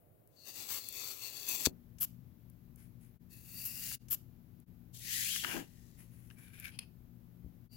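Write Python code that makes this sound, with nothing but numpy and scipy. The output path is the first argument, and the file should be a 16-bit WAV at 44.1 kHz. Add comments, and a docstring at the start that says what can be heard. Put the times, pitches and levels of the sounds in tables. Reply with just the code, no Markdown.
"""At a table in a quiet, humming room, a craft knife cuts foam board along a steel ruler on a cutting mat. The
cut strip is snapped off, and the very same snap sounds again. Then the squares are swept across the mat and
knock together, and two are laid down again. Bursting foam cells and rubbing paper make dense tiny clicks, the
blade squeals as it sticks and slips, and the table thuds. A phone close by hears it with two microphones."""
import sys
import numpy as np
from scipy import signal
from scipy.fft import rfft, irfft
from scipy.io import wavfile
from scipy.ndimage import map_coordinates

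SR = 44100
rng = np.random.default_rng(int(sys.argv[2]) if len(sys.argv) > 2 else 0)


def wrap_up_sound(samples):
    """Save the sound to the file named by the first command line argument, as 16-bit audio."""
    columns = np.atleast_2d(samples).T
    # keep every value between -1 and 1, then stretch to whole-number steps
    tamed = np.clip(columns, -1, 1)
    steps = np.round(tamed * 32767).astype(np.int16)
    wavfile.write(sys.argv[1], SR, steps)


N = 342216
TIME = np.arange(N) / SR
TOP_HZ = 15850  # the phone cuts off higher sound
CLOSE_CUT_END_S = 1.69

# tone of tearing paper, and of sliding on the mat: f/Hz, level/dB
TEAR_TONE = [(950, -25), (1350, -14), (1750, -20), (3200, -11), (3900, -20), (5200, -12), (10500, -6),
             (11900, 6), (15500, 1)]
MAT_TONE = [(1050, -27.5), (1650, -6), (2500, -1), (7500, 2), (15500, -.5)]
# resonances of the board (pitches it rings at; a negative gain is a dip): f/Hz, width/Hz, gain/dB
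BOARD_RINGS = [(1640, 260, 7), (2870, 330, 9), (3960, 1900, -6)]
# how much louder the left side is, for sounds by the phone and farther along the desk: f/Hz, lead/dB
NEAR_SIDE = [(150, -12), (400, 8), (1300, 7.5), (2600, 26), (10000, 10.5)]
DESK_SIDE = [(700, 8.5), (4000, 11), (9000, 7.5)]


def amp(db):
    """Turn decibels into a gain."""
    return 10 ** (np.asarray(db) / 20)


def shape(tone, f):
    """Read a table of (f/Hz, level/dB) at frequencies f."""
    hz, db = np.transpose(tone)
    return np.interp(np.log(f + 1), np.log(hz), db)


def bumps(rings, f):
    """Gain in dB of bell-shaped resonances at frequencies f."""
    return sum(db / (1 + (2 * (f - hz) / width) ** 2) for hz, width, db in rings)


def freqs(x):
    """Frequencies in the spectrum of x."""
    return np.fft.rfftfreq(x.shape[-1], 1 / SR)


def colour(x, db):
    """Filter x with a dB value for each frequency."""
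    return irfft(rfft(x) * amp(db), x.shape[-1])


def to_mics(x, side, lag_s=0):
    """Share a sound between two microphones: the left faces the hands, the right hears it lag_s later."""
    f = freqs(x)
    lead_db = shape(side, f)
    delay = np.exp(-2j * np.pi * f * lag_s * np.array([[0], [1]]))
    balance_db = 10 * np.log10((1 + amp(2 * lead_db)) / 4)
    return irfft(rfft(x) * delay * amp(np.array([lead_db, 0 * lead_db]) - balance_db), N)


def noise_pair(n, alike):
    """Left and right noise, from unrelated (alike=0) to the same (alike=1)."""
    noise = rng.standard_normal((3, n))
    return np.sqrt(alike) * noise[0] + np.sqrt(1 - alike) * noise[1:]


def wobble(t, per_s):
    """A random line that turns per_s times a second."""
    turns = np.arange(0, N / SR + 1, 1 / per_s)
    return np.interp(t, turns, rng.standard_normal(len(turns)))


def add(out, s, x):
    """Mix x in at s seconds."""
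    i = max(int(s * SR), 0)
    out[:, i:i + x.shape[1]] += x[:, :max(N - i, 0)]


def stroke(s, hold, db, rise, fall):
    """Force of one hand movement: it builds up to time s, holds, then lets go."""
    return amp(db) * np.interp(TIME, [s - rise, s, s + hold, s + hold + fall], [0, 1, 1, 0]) ** 2


def strokes(rows, **edges):
    """Force of several movements together, which may share a rise and a fall in seconds."""
    return np.sqrt(sum(stroke(*row, **edges) ** 2 for row in rows))


def friction(force, tone, rings=(), glide=((0, 1),), rough=1.2, patchy_db=1.9, wander=.008,
             change_per_s=8, scatter=.7):
    """Rubbing: countless tiny, uneven slips ring resonances that shift as the contact moves."""
    first_s, last_s = np.flatnonzero(force)[[0, -1]] // SR
    t = TIME[first_s * SR:(last_s + 1) * SR]
    slips = noise_pair(len(t), .5)
    slips *= amp(rough * (2 * wobble(t, 5000) + wobble(t, 400) + .5 * wobble(t, 90)))
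    f, elapsed, spectrum = signal.stft(slips / slips.std(), SR, nperseg=640)
    when = elapsed + t[0]
    f, elapsed = np.meshgrid(f, elapsed, indexing="ij")
    # many weak resonances come and go, each reaching the two microphones with its own phase
    spot = [f / 240, elapsed * change_per_s]
    patches, phase = (map_coordinates(m, spot, mode="nearest") for m in rng.standard_normal((2, 96, 128)))
    spectrum = spectrum * np.exp(1j * scatter * np.array([phase, -phase]))
    gain_db = shape(tone, f) + patchy_db * patches
    pitch_ratio = np.interp(when, *np.transpose(glide))
    for ring in rings:
        gain_db += bumps([ring], f / pitch_ratio / np.exp(wander * wobble(when, 11)))
    gain = amp(gain_db)
    gain /= np.sqrt(np.mean(gain ** 2 * (f < TOP_HZ), axis=0))  # the force sets the loudness
    out = np.zeros((2, N))
    add(out, t[0], signal.istft(spectrum * gain, SR)[1][:, :len(t)])
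    return out * force


def burst(db, ring_s, tone):
    """A crack of noise that dies by 60 dB in ring_s; tone(f) gives its dB at each frequency."""
    t = np.arange(4096) / SR
    x = noise_pair(len(t), .21) * amp(-60 * t / ring_s) * (1 - np.exp(-t / .0006))
    fade = np.minimum(2 * (1 - t / t[-1]), 1) ** 2
    x = colour(x, tone(freqs(x))) * fade
    return x * amp(db) / np.sqrt(np.mean(np.max(x ** 2, axis=1)))


def strikes(rows, rings, slope_db):
    """Blows ring an object; each is slope_db weaker per octave away from its own frequency."""
    out = np.zeros((2, N))
    for s, db, hz, ring_s in rows:
        add(out, s, burst(db, ring_s, lambda f: bumps(rings, f) - slope_db * abs(np.log2((f + 1) / hz))))
    return out


def close_cut():
    """By the phone the blade bursts foam cells push by push, then breaks out of the board's edge."""
    # tone of the bursting foam: f/Hz, level/dB
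    foam = [(380, -7), (530, -11.5), (1050, -7.5), (1500, -14.5), (2050, -8), (4400, -3), (6500, -1),
            (11000, -2), (15500, 2.5)]
    # resonances of the blade and dips between them: f/Hz, width/Hz, gain/dB
    blade = [(2620, 250, 10.5), (3100, 240, -8), (3480, 220, 6), (4520, 280, 10), (5100, 350, -5),
             (6300, 350, 4), (7600, 600, 4), (9400, 1200, -6)]
    # they sag as the blade sinks in: t/s, pitch ratio
    sag = [(.6, 1.03), (1.0, .995)]
    # a light drag all through the cut: t/s, hold/s, level/dB, rise/s, fall/s
    drag = (0.62, 1.04, -52.5, .36, .02)
    # pushes of the knife: t/s, hold/s, level/dB
    pushes = [(0.48, .015, -50), (0.565, .06, -48.5), (0.705, .065, -41.5), (0.955, .16, -46.5),
              (1.23, .05, -47.5), (1.34, .12, -50.5), (1.495, .055, -37.5), (1.605, .045, -42)]
    # the blade breaks out: t/s, level/dB, f/Hz, ring/s
    breakout = [(1.650, -23, 8000, .04), (1.6552, -16, 6500, .014), (1.6605, -14, 5400, .013),
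                (1.667, -25, 4500, 0.028)]
    force = np.hypot(stroke(*drag), strokes(pushes, rise=.055, fall=.07))
    x = friction(force, foam, blade, sag, patchy_db=2.5) + squeals(0, CLOSE_CUT_END_S)
    return to_mics(x + strikes(breakout, blade[1:], slope_db=5.5), NEAR_SIDE)


def far_cuts():
    """Farther off the blade bites, squeals, snags in the paper skin and scrapes the mat with its tip."""
    # tone of the bursting foam: f/Hz, level/dB
    foam = [(750, -14), (1100, -19), (1600, -10), (4200, -5), (6500, -1), (15500, 6)]
    # resonances of the blade and a dip: f/Hz, width/Hz, gain/dB
    blade = [(1950, 200, 8), (2720, 280, 18), (3120, 280, -18), (4650, 250, 9)]
    # they climb as the blade nears the edge: t/s, pitch ratio
    climb = [(3.35, .96), (3.9, 1.04)]
    # movements of the knife: t/s, hold/s, level/dB, rise/s, fall/s
    pulls = [(3.316, .06, -61, .03, .3), (3.6, .352, -47.5, .24, .015), (7.73, .03, -66, .03, .03)]
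    snag = (3.653, .012, -40, .005, .04)
    tip_scrape = (3.84, .11, -48.5, .09, .018)
    x = friction(strokes(pulls), foam, blade, climb, scatter=.35) + squeals(CLOSE_CUT_END_S, N / SR)
    x += friction(stroke(*snag), TEAR_TONE) + friction(stroke(*tip_scrape), MAT_TONE)
    return to_mics(x, DESK_SIDE)


def squeals(since, until):
    """The blade sticks and slips in the foam and sings; its pitch depends on how deep it sits."""
    # squeals: t/s, hold/s, level/dB, f/Hz
    notes = [(.385, .06, -64, 4420), (.76, .14, -58, 4340), (.98, .14, -55, 4480), (1.23, .055, -52, 4370),
             (1.51, .1, -49, 7520), (3.575, .05, -56, 4640), (7.725, .035, -69, 4620)]
    width_hz = 310
    out, f = np.zeros((2, N)), freqs(TIME)
    for s, hold, db, hz in notes:
        if since <= s < until:
            ring = colour(noise_pair(N, .8), -20 * np.log10(1 + (2 * (f - hz) / width_hz) ** 2))
            out += ring / ring.std() * stroke(s, hold, db, rise=.04, fall=.04)
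    return out


def snaps():
    """A strip is bent off and its paper skin tears in quick cracks; the same snap sounds twice."""
    # the paper tears: t/s, hold/s, level/dB, rise/s, fall/s
    tear = (2.0105, .036, -37.3, .014, .014)
    # the board creaks, then springs back: t/s, level/dB, f/Hz, ring/s
    flexes = [(1.984, -48, 7000, .05), (2.047, -35, 5000, .016)]
    # the last fibres part: t/s, level/dB, ring/s
    cracks = [(2.0125, -27, .010), (2.0188, -20.5, 0.014), (2.0285, -20, .009), (2.0345, -25, .009)]
    snap = friction(stroke(*tear), TEAR_TONE) + strikes(flexes, BOARD_RINGS, slope_db=5.5)
    for s, db, ring_s in cracks:
        add(snap, s, burst(db, ring_s, lambda f: shape(TEAR_TONE, f)))
    out = snap.copy()
    add(out, 2.0995, snap)  # seconds from one snap to the next
    return to_mics(out, side=[(700, 10), (4400, 16), (8500, 7.2), (13000, 9.2)])


def sliding_squares():
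    """Paper faces hiss and judder over the mat as the hand pushes the squares along."""
    # movements of the hand: t/s, hold/s, level/dB, rise/s, fall/s
    brush = (4.948, .14, -54.5, .026, .05)
    sweep = (5.135, .228, -38.5, .17, .21)
    shove = (5.485, .05, -42, .09, .15)
    slide = (5.62, .25, -71.5, .05, .6)
    # the squares judder: t/s, hold/s, level/dB
    judders = [(5.44, .09, -53), (5.545, .045, -43)]
    # tones of shove and judder: f/Hz, level/dB
    shove_tone = [(150, -30), (800, -7), (2800, 0.5), (4500, -4.5), (15500, -8.5)]
    hollow_tone = [(90, -14), (190, 0), (320, 4), (520, -14), (820, -7), (1500, -35)]
    # the weak range of a light brush, and the resonance under the board: f/Hz, width/Hz, gain/dB
    brush_dip = [(1900, 1600, -7)]
    air_gap = [(1880, 340, 10.5)]
    # that resonance climbs as the hand moves on: t/s, pitch ratio
    climb = [(5.25, 1.0), (5.31, 1.66)]
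    x = friction(stroke(*brush), MAT_TONE, brush_dip)
    x += friction(stroke(*sweep), MAT_TONE, air_gap, climb,
                  rough=.5, patchy_db=1.5, wander=.025, change_per_s=25)
    x += friction(stroke(*shove), shove_tone, BOARD_RINGS, change_per_s=25)
    x += friction(stroke(*slide), MAT_TONE, air_gap)
    return x + friction(strokes(judders, rise=.02, fall=.075), hollow_tone)


def handled_squares():
    """Squares rub on fingers and each other and knock; the top one slips off the thumb and taps down."""
    # fingers rub, square scrapes on square, the top one settles: t/s, hold/s, level/dB
    rubs = [(2.785, .04, -68), (3.02, .015, -70), (5.99, .015, -62.5), (6.12, .21, -71), (6.385, .08, -66),
            (6.535, .14, -66)]
    scrapes = [(6.385, .12, -68), (6.547, .08, -60.5), (6.647, .03, -48.5)]
    settles = [(6.73, .03, -64), (6.81, .015, -61)]
    # tones of those three: f/Hz, level/dB
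    skin_tone = [(900, -8.5), (2200, 1.5), (4000, -11.5), (8000, -4), (10300, 6), (13500, -3)]
    paper_tone = [(1150, -18), (1550, -2), (2250, 0), (3800, -7), (8200, -13), (10000, -5), (15000, -11)]
    settle_tone = [(2800, 0), (7000, -12)]
    # resonances of the stack and of the top square: f/Hz, width/Hz, gain/dB
    stack_rings = [(1570, 170, 12), (2290, 240, 14)]
    top_rings = [(2570, 380, 14), (3210, 330, 12), (4300, 300, 9), (5000, 500, 13), (9900, 1700, 19)]
    # edges knock and the top square lands: t/s, level/dB, f/Hz, ring/s
    knocks = [(3.915, -44, 1250, 0.028), (5.361, -30, 2380, 0.014), (5.437, -31, 2920, 0.028),
              (5.446, -23.5, 1600, .018), (5.565, -33, 1390, 0.016), (6.301, -50.5, 2000, 0.02),
              (6.3095, -50, 1700, .02), (6.68, -43, 2300, .014)]
    tap = (6.7892, -27, 3200, .018)
    x = friction(strokes(rubs, rise=.03, fall=.12), skin_tone)
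    x += friction(strokes(scrapes, rise=.04, fall=.045), paper_tone, stack_rings, rough=2.3)
    x += friction(strokes(settles, rise=.04, fall=.045), settle_tone, top_rings)
    return x + strikes(knocks, BOARD_RINGS, slope_db=8.5) + strikes([tap], top_rings, slope_db=3.5)


def clicks():
    """Blade, foam and fingernails catch with short, bright clicks."""
    # clicks: t/s, level/dB
    catches = [(0.2743, -54), (0.8865, -28), (0.925, -36), (1.4885, -22.5), (2.499, -52), (2.759, -50.5),
               (3.652, -31), (3.925, -33), (3.951, -36), (4.6005, -55), (6.599, -36.5)]
    return to_mics(strikes([(s, db, 12000, .011) for s, db in catches], (), slope_db=15), DESK_SIDE)


def table_thuds():
    """The table top thuds under blade and hand; a longer contact leaves only its low notes."""
    # blows: t/s, peak/dB, contact/s, left minus right/dB
    blows = [(1.671, -21, 0.0012, 8), (7.446, -41.5, .012, 13.5), (7.463, -41, 0.0085, 9.5)]
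    # notes of the table top: f/Hz, level/dB, ring/s
    notes = [(78, 1, .055), (150, -3, .045), (259.8, 8, 0.031), (370, -0.5, 0.028)]
    out, t = np.zeros((2, N)), np.arange(SR // 4) / SR
    ring = sum(amp(db - 60 * t / ring_s) * np.cos(2 * np.pi * hz * t) for hz, db, ring_s in notes)
    for s, db, contact_s, lead_db in blows:
        push = t * np.exp(-2 * np.pi * t / contact_s)
        thud = signal.fftconvolve(ring, push)[:len(t)]
        sides = amp([[lead_db], [0]])
        add(out, s, -thud / np.abs(thud).max() * amp(db) * sides / sides.mean())
    return out


def echo(x, ring_s, level_db):
    """The small room answers with a short, blurred tail."""
    # tone of the tail: f/Hz, gain/dB
    tone = [(6000, 1.2), (12000, -6.5)]
    t = np.arange(SR // 2) / SR
    tail = noise_pair(len(t), 0) * amp(-60 * t / ring_s) * (t > .004)
    tail *= amp(level_db) / np.sqrt(np.sum(tail[0] ** 2))
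    tail = colour(tail, shape(tone, freqs(tail)))
    return signal.fftconvolve(x.mean(axis=0)[None], tail, axes=1)[:, :N]


def air(tone, db, side, bass_hz):
    """Steady room noise, alike at both microphones in the bass."""
    f = freqs(TIME)
    bass_share = 1 / (1 + (f / bass_hz) ** 4)
    shared = colour(noise_pair(N, .92), shape(tone, f) + 10 * np.log10(bass_share))
    separate = colour(noise_pair(N, 0), shape(tone, f) + 10 * np.log10(1 - .9 * bass_share))
    x = to_mics(shared + separate, side)
    return x * amp(db) / x.mean(axis=0).std()


def background():
    """A hush during the close cut, then a fan-like rumble with a wavering hum."""
    # tones of hush and rumble, and the notes of the hum: f/Hz, level/dB
    hush_tone = [(25, -20), (115, 3), (200, -8.5), (650, -8.5), (850, -21.5), (6000, -40.5), (15000, -21.5)]
    rumble_tone = [(25, -19.5), (48, -9), (130, -8), (270, -16), (480, -30.5), (1000, -39), (4500, -49),
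                   (9300, -52), (13000, -39.5)]
    hum_notes = [(119, -62.5), (174, -65.5), (236, -68)]
    # how much louder the room is on the left: f/Hz, lead/dB
    side = [(330, 14.5), (700, 3.5)]
    hum = np.zeros((2, N))
    for hz, db in hum_notes:
        loudness = amp(db + 2.5 * wobble(TIME, 8.4))
        pitch_hz = hz + 2.5 * wobble(TIME, 12)
        hum += loudness * np.sin(2 * np.pi * np.cumsum(pitch_hz) / SR)
    room = air(rumble_tone, db=-60, side=side, bass_hz=450) + to_mics(hum, side)
    hush = air(hush_tone, db=-67.5, side=NEAR_SIDE[:2], bass_hz=200)
    fade_in = np.clip((TIME - CLOSE_CUT_END_S) / .03 + .5, 0, 1)
    return hush * (1 - fade_in) + room * fade_in


def dips():
    """The room's level dips briefly, four times."""
    # middle of each dip: t/s
    times = [3.188, 3.989, 4.655, 7.689]
    return np.prod([np.clip(np.abs(TIME - s) / .031, .08, 1) for s in times], axis=0)


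def scene():
    """The close cut has no echo; the other work of the hands is heard with the room."""
    hands = far_cuts() + clicks() + snaps() + table_thuds()
    hands += to_mics(sliding_squares() + handled_squares(), DESK_SIDE, lag_s=.00027)
    return close_cut() + hands + (echo(hands, ring_s=.28, level_db=-15.5) + background()) * dips()


def record(dry):
    """Each microphone opening colours the treble in its own way, and the phone cuts off the top."""
    # dips and a resonance of the two openings: f/Hz, width/Hz, gain/dB
    left = [(8900, 1000, -6)]
    right = [(8000, 1500, -10), (10200, 1700, 5.5)]
    f = freqs(dry)
    coloured = colour(dry, np.array([bumps(left, f), bumps(right, f)]))
    return signal.sosfilt(signal.ellip(10, .2, 75, TOP_HZ, fs=SR, output="sos"), coloured)


dry = scene()
out = record(dry)
wrap_up_sound(out)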